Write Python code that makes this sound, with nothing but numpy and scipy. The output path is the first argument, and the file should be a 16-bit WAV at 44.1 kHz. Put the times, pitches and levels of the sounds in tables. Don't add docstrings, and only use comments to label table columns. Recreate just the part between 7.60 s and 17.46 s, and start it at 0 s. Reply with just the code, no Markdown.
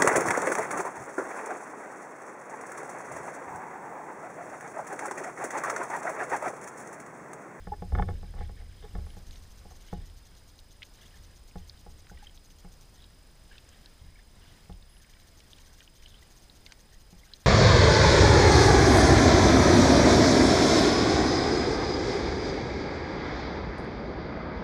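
import sys
import numpy as np
from scipy import signal
from scipy.fft import rfft, irfft, next_fast_len
from scipy.io import wavfile
from scipy.ndimage import uniform_filter1d

SR = 44100
rng = np.random.default_rng(int(sys.argv[2]) if len(sys.argv) > 2 else 0)


def to_wav(sig):
    pcm = np.clip(np.atleast_2d(sig), -1, 1) * 32767
    pcm = np.round(pcm).astype(np.int16)
    wavfile.write(sys.argv[1], SR, pcm.T)


N = 434826
TIME = np.arange(N) / SR


def from_db(db):
    return 10 ** (np.asarray(db) / 20)


def rms_one(x):
    return x / np.sqrt(np.mean(x ** 2) + 1e-20)


def level_curve(rows):
    times, levels = np.transpose(rows)
    return np.interp(TIME, times, levels)


def at_hz(points, hz):
    knots, db = np.transpose(points)
    return np.interp(np.log(hz + 1e-9), np.log(knots), db)


def drift(points_per_s):
    knots = rng.standard_normal(int(points_per_s * N / SR) + 2)
    return rms_one(np.interp(TIME * points_per_s, np.arange(len(knots)), knots))


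def noise(spectrum):
    size = next_fast_len(N)
    hz = np.arange(size // 2 + 1) * SR / size
    coloured = rfft(rng.standard_normal(size)) * from_db(at_hz(spectrum, hz))
    return rms_one(irfft(coloured, size)[:N])


def band(x, low_hz, high_hz, order=2):
    edges = np.clip([low_hz, max(high_hz, low_hz + 10)], 10, 0.45 * SR)
    sos = signal.butter(order, edges, "band", fs=SR, output="sos")
    return signal.sosfilt(sos, x)


def fade(t, t60_s):
    return np.exp(-np.log(1000) * t / max(t60_s, 1e-4))


def add(out, start_s, sound):
    start = max(int(start_s * SR), 0)
    out[start:start + len(sound)] += sound[:max(N - start, 0)]


# pitch_hz, relative level_db, t60_s
HULL_MODES = [(80, -8, 0.16), (179.9, 1.5, 0.17), (358.3, -5.5, 0.13), (406, -3.5, 0.092),
              (482.6, 2, 0.067), (616, -2.5, 0.043), (716.4, -2.5, 0.12), (824.6, 0.5, 0.11),
              (1106, -3.5, 0.056), (1273, 1, 0.017), (1482, 2.5, 0.024), (1508, -1.5, .025),
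              (1744, -3, 0.033), (2177, -10, 0.036), (3070, -23, 0.048), (3510, -18, 0.032)]


def hull_ring(t, weight, scatter_db):
    ring = 0
    for k, (hz, db, t60_s) in enumerate(HULL_MODES):
        strength = from_db(db + at_hz(weight, hz) + scatter_db * rng.uniform(-0.95, 1))
        sign = (-1) ** k
        ring = ring + sign * strength * np.sin(2 * np.pi * hz * t) * fade(t, t60_s)
    return ring


# start_s, boom_db, body_db, clack_db
KNOCKS = [(0.0706, -46.5, -47, -52), (0.221, -44, -42.5, -54.5), (0.3208, -54, -45, -55),
          (0.351, -54, -43.5, -39), (0.386, -43, -43, -41), (0.3955, -39.5, -37.5, -43),
          (0.423, -47.5, -43, -37.5), (0.4868, -47, -40.5, -45), (0.6285, -54, -53.5, -59),
          (0.738, -56.5, -56.5, -59), (0.808, -52.5, -48.5, -54), (0.893, -57, -55, -60),
          (1.3516, -48, -47.5, -51.5), (1.386, -57, -57, -63), (1.465, -61, -58.5, -60),
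          (1.567, -54, -55.5, -63), (2.053, -60.5, -56.5, -74), (2.3279, -41.5, -42, -52.5),
          (3.956, -47, -49, -57), (4.263, -58.5, -53.5, -66), (4.513, -55.5, -56.5, -76),
          (5.046, -53, -57.5, -64), (7.096, -50, -54, -61), (9.527, -56, -63.5, -74)]


def knocks(boom_gain_db=9.0, body_gain_db=3.5, clack_gain_db=7.0, crack_gain_db=0.0, crack_t60_s=0.018):
    out, t = np.zeros(N), TIME[:SR // 3]
    for start_s, boom_db, body_db, clack_db in KNOCKS:
        weight = [(183, boom_db + boom_gain_db), (330, body_db + body_gain_db),
                  (850, body_db + body_gain_db), (1300, clack_db + clack_gain_db)]
        ring = hull_ring(t, weight, scatter_db=0.37)
        crack = rms_one(band(rng.standard_normal(len(t)), 340, 1460)) * fade(t, crack_t60_s)
        add(out, start_s, ring + from_db(clack_db + crack_gain_db) * crack)
    return out


# start_s, end_s, rms level_db
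RUBS = [(0.118, 0.152, -49.5), (0.335, 0.427, -46), (0.465, 0.517, -50.5), (0.746, 0.835, -53.5),
        (0.944, 1.046, -63), (1.217, 1.265, -54), (1.345, 1.369, -52), (2.1, 2.134, -57.5),
        (2.355, 2.423, -66)]


def rubs(slips_per_s=500, low_db=-3.5, high_db=-2.0):
    out = np.zeros(N)
    ring = hull_ring(TIME[:SR // 10], [(200, low_db), (800, 0), (3000, high_db)], scatter_db=1)
    for start_s, end_s, db in RUBS:
        size = max(int((end_s - start_s) * SR), 100)
        chance, force = rng.random((2, size))
        slips = (chance < slips_per_s / SR) * (2 * force - 1)
        slips = slips * signal.windows.tukey(size, 0.5)
        sound = signal.fftconvolve(slips, ring)
        rub_rms = np.sqrt(np.mean(sound[:size] ** 2) + 1e-20)
        add(out, start_s, from_db(db) * sound / rub_rms)
    return out


# start_s, level_db before attack and decay, pitch_hz, t60_s, attack_s
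TAPS = [(0.118, -18, 835, 0.062, 0.0033), (0.118, -30, 416, 0.062, .0035),
        (0.396, -20, 833, 0.037, 0.00037), (1.236, -35, 428, 0.085, 0.0038), (2.108, -44, 744, 0.053, .005),
        (4.625, -40, 825, 0.055, 0.0025)]


def taps():
    out, t = np.zeros(N), TIME[:SR // 4]
    for start_s, db, hz, t60_s, attack_s in TAPS:
        attack = (1 - np.exp(-t / attack_s)) ** 2
        add(out, start_s, from_db(db) * np.sin(2 * np.pi * hz * t) * fade(t, t60_s) * attack)
    return out


def heave_shape(peak_s, rise_s, t60_s):
    rise = np.exp(-(np.minimum(TIME - peak_s, 0) / rise_s) ** 2)
    return rise * fade(np.clip(TIME - peak_s, 0, 2 * t60_s), t60_s)


HEAVE_RISE_S, HEAVE_T60_S = 0.031, 0.61
SHAKE_DB, SHAKE_RISE_S, SHAKE_T60_S = 8.5, 0.016, 0.68
# time_s, relative level_db
UNREST = [(0.0, -43.5), (0.66, -43.5), (0.99, -45), (3.29, -57), (3.95, -53.5), (8.27, -58.5), (9.5, -58),
          (9.86, -59)]
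# peak_s, relative level_db
HEAVES = [(0.356, -18.5), (0.515, -29.5), (0.791, -29.5), (1.37, -29.5), (1.69, -41.5), (2.39, -37.5),
          (3.6, -45.5), (4.31, -44), (4.54, -42), (6.44, -42.5), (7.12, -46), (8.42, -46.5), (9.38, -47)]


def flexing(unrest_gain_db=4.0):
    power = from_db(level_curve(UNREST) + unrest_gain_db) ** 2
    for peak_s, db in HEAVES:
        power = power + (from_db(db) * heave_shape(peak_s, HEAVE_RISE_S, HEAVE_T60_S)) ** 2
    for start_s, boom_db, _, _ in KNOCKS:
        shape = heave_shape(start_s + SHAKE_RISE_S, SHAKE_RISE_S, SHAKE_T60_S)
        power = power + (from_db(boom_db + SHAKE_DB) * shape) ** 2
    return 10 * np.log10(power)


# low_hz, high_hz
PANEL_BAND = (68, 92)
# frequency_hz, relative level_db per Hz
FLEX_COLOUR = [(20, 1.5), (36, 2.5), (60, -8), (80, -5), (105, -18), (170, -22.5), (260, -33), (500, -34.5),
               (1000, -61)]


def rumble(level_db=-3.5, evenness=0.48, panel_db=-4.0, hard_db=-35.0):
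    flex_db = flexing()
    panel = rms_one(band(rng.standard_normal(N), *PANEL_BAND))
    panel_gain = from_db(panel_db + np.minimum(flex_db - hard_db, 0))
    shake = rms_one(band(noise(FLEX_COLOUR), 17.0, 1100)) + panel * panel_gain
    swells = np.sqrt(uniform_filter1d(shake ** 2, size=SR // 14) + 1e-12)
    return from_db(flex_db + level_db) * rms_one(shake / swells ** evenness)


def bubble(hz, t60_s, rise=0.05, swell_cycles=4.5):
    t = TIME[:int(t60_s * SR) + SR // 500]
    pitch_hz = hz * (1 + rise * np.minimum(t / t60_s, 1))
    attack = (1 - np.exp(-t * hz / swell_cycles)) ** 2
    ring = np.sin(2 * np.pi * np.cumsum(pitch_hz) / SR) * fade(t, t60_s) * attack
    return ring / (np.abs(ring).max() + 1e-12)


STRAY_PER_S, STRAY_DB, STRAY_SWING_DB = 2.2, -50.5, 3
STRAY_HZ, STRAY_SWING_OCTAVES, STRAY_SPLAT_OCTAVES = 3040, 0.53, 0.55


def stray_drops():
    rows = []
    for when, size, pitch in rng.random((int(STRAY_PER_S * N / SR), 3)):
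        db = STRAY_DB + STRAY_SWING_DB * (2 * size - 1)
        hz = STRAY_HZ * 2 ** (STRAY_SWING_OCTAVES * (2 * pitch - 1))
        rows.append((when * N / SR, db, hz, STRAY_SPLAT_OCTAVES))
    return rows


# start_s, relative level_db, pitch_hz, nominal splat width_octaves
DRIPS = [(1.5029, -46.5, 2960, .7), (1.7089, -41.5, 3900, 0.55), (1.7568, -45, 3410, 0.73),
         (2.9903, -43.5, 3740, .6), (3.2202, -37, 2250, 0.77), (3.2279, -35, 2950, 0.26),
         (3.2302, -32.5, 2710, 1), (4.096, -34.5, 4350, .2), (4.4691, -46, 1760, 1.5),
         (4.4969, -40, 1480, 0.28), (4.573, -49, 1970, 1.1), (4.6708, -43, 3060, .25),
         (4.6942, -46, 3120, .25), (4.7752, -43.5, 3220, .55), (5.4413, -41.5, 3780, 0.43),
         (5.981, -37, 3500, 0.58), (6.0901, -44.5, 6300, .6), (6.2586, -40.5, 3950, 0.51),
         (7.2248, -45, 3630, .3), (7.8035, -44, 3300, 1.1), (7.9322, -41.5, 3570, 0.45),
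         (7.9841, -46, 2800, 1.8), (8.2049, -42.5, 2720, .85), (8.2768, -45, 2930, .2),
         (8.4607, -41, 3100, 0.59), (8.5428, -45.5, 3060, 0.31), (8.8979, -40.5, 3870, 0.23),
         (9.0638, -38, 3400, 0.91), (9.1214, -35.5, 2310, 2.1), (9.7359, -29.5, 4000, 0.35)]


def drips(ring_db=-1.5, ring_t60_s=0.0062, splat_db=-8.5, splat_t60_s=0.02):
    out, t = np.zeros(N), TIME[:SR // 20]
    for start_s, db, hz, octaves in list(DRIPS) + stray_drops():
        clean = 1 / (1 + 2 * octaves ** 2)
        reach = 2 ** (abs(octaves) / 2 + 0.16)
        splat = rms_one(band(rng.standard_normal(len(t)), hz / reach, hz * reach, order=3))
        splat = splat * fade(t, splat_t60_s)
        add(out, start_s, from_db(db + splat_db) * (2 - clean) * splat)
        add(out, start_s, from_db(db + ring_db) * clean * bubble(hz, ring_t60_s))
    return out


# start_s, peak level_db, pitch_hz
PLOPS = [(3.54, -52.5, 1750), (4.4965, -51, 1500), (4.575, -56, 1910), (4.6683, -45, 3126),
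         (5.913, -49.5, 1630), (6.556, -53, 2230), (8.207, -55, 2400), (8.458, -45, 2940),
         (8.623, -53.5, 1960), (9.066, -50, 2110), (9.632, -54, 2080)]


def plops(cycles=48):
    out = np.zeros(N)
    for start_s, db, hz in PLOPS:
        add(out, start_s, from_db(db) * bubble(hz, cycles / hz))
    return out


# time_s, relative level_db
TRICKLE = [(0, -68.5), (2.7, -73), (5.6, -74), (7.0, -69.5), (9.86, -73.5)]
# middle_s, length_s, gurgle_db, spatter_db
SWIRLS = [(0.82, 0.17, -61, -61), (0.994, 0.12, -63, -64), (1.232, 0.11, -79, -58.5), (1.41, .25, -76, -81),
          (1.743, 0.18, -69, -67), (2.297, 0.25, -67, -61), (3.437, 0.25, -65.5, -59),
          (3.56, .12, -65, -70), (4.626, 0.27, -63.5, -67), (5.416, 0.14, -81, -61.5),
          (5.936, 0.17, -64.5, -59), (6.216, 0.59, -75, -68), (6.587, 0.089, -61, -68),
          (7.513, 0.88, -69.5, -76), (7.982, 0.11, -75, -60), (8.213, 0.13, -64, -72),
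          (8.503, 0.56, -71, -62.5), (9.105, 0.15, -66, -73), (9.332, 0.16, -68, -74),
          (9.692, 0.27, -66.5, -67)]


def stirring(trickle_gurgle_db=-2.0, trickle_spatter_db=1.0, waver_db=2.0):
    trickle_db = level_curve(TRICKLE) + waver_db * drift(7)
    gurgle_power = from_db(trickle_db + trickle_gurgle_db) ** 2
    spatter_power = from_db(trickle_db + trickle_spatter_db) ** 2
    for middle_s, length_s, gurgle_db, spatter_db in SWIRLS:
        arch = signal.windows.hann(int(length_s * SR))
        add(gurgle_power, middle_s - length_s / 2, (from_db(gurgle_db) * arch) ** 2)
        add(spatter_power, middle_s - length_s / 2, (from_db(spatter_db) * arch) ** 2)
    return 10 * np.log10(gurgle_power), 10 * np.log10(spatter_power)


def froth(level_db, low_hz, high_hz, per_s, cycles, spread_db):
    out = np.zeros(N)
    for when, size, pitch, damping in rng.random((int(per_s * N / SR), 4)):
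        hz = low_hz * (high_hz / low_hz) ** pitch
        gain = from_db(spread_db * min(-np.log(1 - size), 3))
        add(out, when * N / SR, gain * bubble(hz, cycles * (0.5 + damping) / hz))
    return rms_one(out) * from_db(level_db)


def water(gurgle_gain_db=-1.5, spatter_gain_db=-4.5, wash_gain_db=-3.0):
    gurgle_db, spatter_db = stirring()
    large = froth(gurgle_db + gurgle_gain_db, 1500, 2300, per_s=240, cycles=36, spread_db=3.5)
    fine = froth(spatter_db + spatter_gain_db, 2850, 3900, per_s=280, cycles=42, spread_db=4.0)
    wash = rms_one(band(rng.standard_normal(N), 1070, 4900))
    wash = wash * from_db((gurgle_db + spatter_db) / 2 + wash_gain_db)
    return large + fine + wash


# frequency_hz, relative level_db per Hz
AIR_COLOUR = [(30, 1), (100, -2), (200, -7), (400, -12.5), (800, -15), (1400, -19), (2100, -21.5),
              (2600, -21.5), (3300, -23), (4600, -20.5), (6400, -23.5), (8000, -27), (11000, -29.5),
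              (15000, -33)]


def air(level_db=-59.0, waver_db=1.0):
    return from_db(level_db + waver_db * drift(2.883)) * noise(AIR_COLOUR)


FRAME_HZ = 23.976
WHINE = [-71.5, -82, -83]


def whine(whine_hz=5034.7, slip_turns=0.32, pip_db=-66.5, pip_hz=8560, pip_s=0.0074):
    slip = slip_turns / 2 * signal.sawtooth(2 * np.pi * FRAME_HZ * TIME, 0.85)
    turns = whine_hz * TIME - slip + 0.03 * drift(8)
    tones = sum(from_db(db) * np.sin(2 * np.pi * k * turns) for k, db in enumerate(WHINE, 1))
    from_frame_s = np.abs((TIME * FRAME_HZ + 0.5) % 1 - 0.5) / FRAME_HZ
    gate = np.clip((pip_s / 2 - from_frame_s) * 1000 + 0.5, 0, 1)
    pips = from_db(pip_db) * gate * np.sin(2 * np.pi * pip_hz * TIME + 2 * drift(24))
    return np.sqrt(2) * (tones + pips)


BURST_GAP_S, BURST_JITTER_S = 0.092, 0.0498
# start_s, end_s
SPELLS = [(1.58, 5.46), (7.427, 9.86)]


def burst_times():
    times = []
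    for start_s, end_s in SPELLS:
        gaps = BURST_GAP_S + BURST_JITTER_S * rng.uniform(-1, 1, size=80)
        run = start_s + np.cumsum(gaps) - gaps[0]
        times.extend(run[run < end_s])
    return times


BURST_S = 0.028
# frequency_hz, relative level_db per Hz
BUZZ_COLOUR = [(2000, -28), (3000, -10.5), (4200, -6.5), (5200, -10.5), (6400, 0), (7600, -18),
               (8800, -10.5), (9700, -22.5), (11000, -14.5), (12000, -21), (13400, -10)]
# start_s, length_s, pitch_hz, rms level_db
FIZZES = [(1.453, 0.1, 10640, -70.5), (7.291, 0.11, 10900, -68.5)]


def buzz(level_db=-60.5, flutter_hz=190, flutter=0.55):
    gate, fizzes = np.zeros(N), np.zeros(N)
    for middle_s in burst_times():
        add(gate, middle_s - BURST_S / 2, signal.windows.tukey(int(BURST_S * SR), 0.2))
    for start_s, length_s, hz, db in FIZZES:
        fizz = rms_one(band(rng.standard_normal(int(length_s * SR)), hz - 220, hz + 220))
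        add(fizzes, start_s, from_db(db) * fizz)
    gate *= 1 + flutter * np.sin(2 * np.pi * flutter_hz * TIME + 2 * drift(40))
    hiss = band(noise(BUZZ_COLOUR), 2000, 13900, order=8)
    return fizzes + from_db(level_db) * gate * hiss


def scene():
    hull = knocks() + rubs() + taps() + rumble()
    river = drips() + plops() + water()
    electronics = whine() + buzz()
    return (hull + river + air() + electronics)[None]


def record(dry, cutoff_hz=15300):
    sos = signal.ellip(12, 0.1, 70, cutoff_hz, fs=SR, output="sos")
    return signal.sosfilt(sos, dry)


dry = scene()
out = record(dry)
to_wav(out)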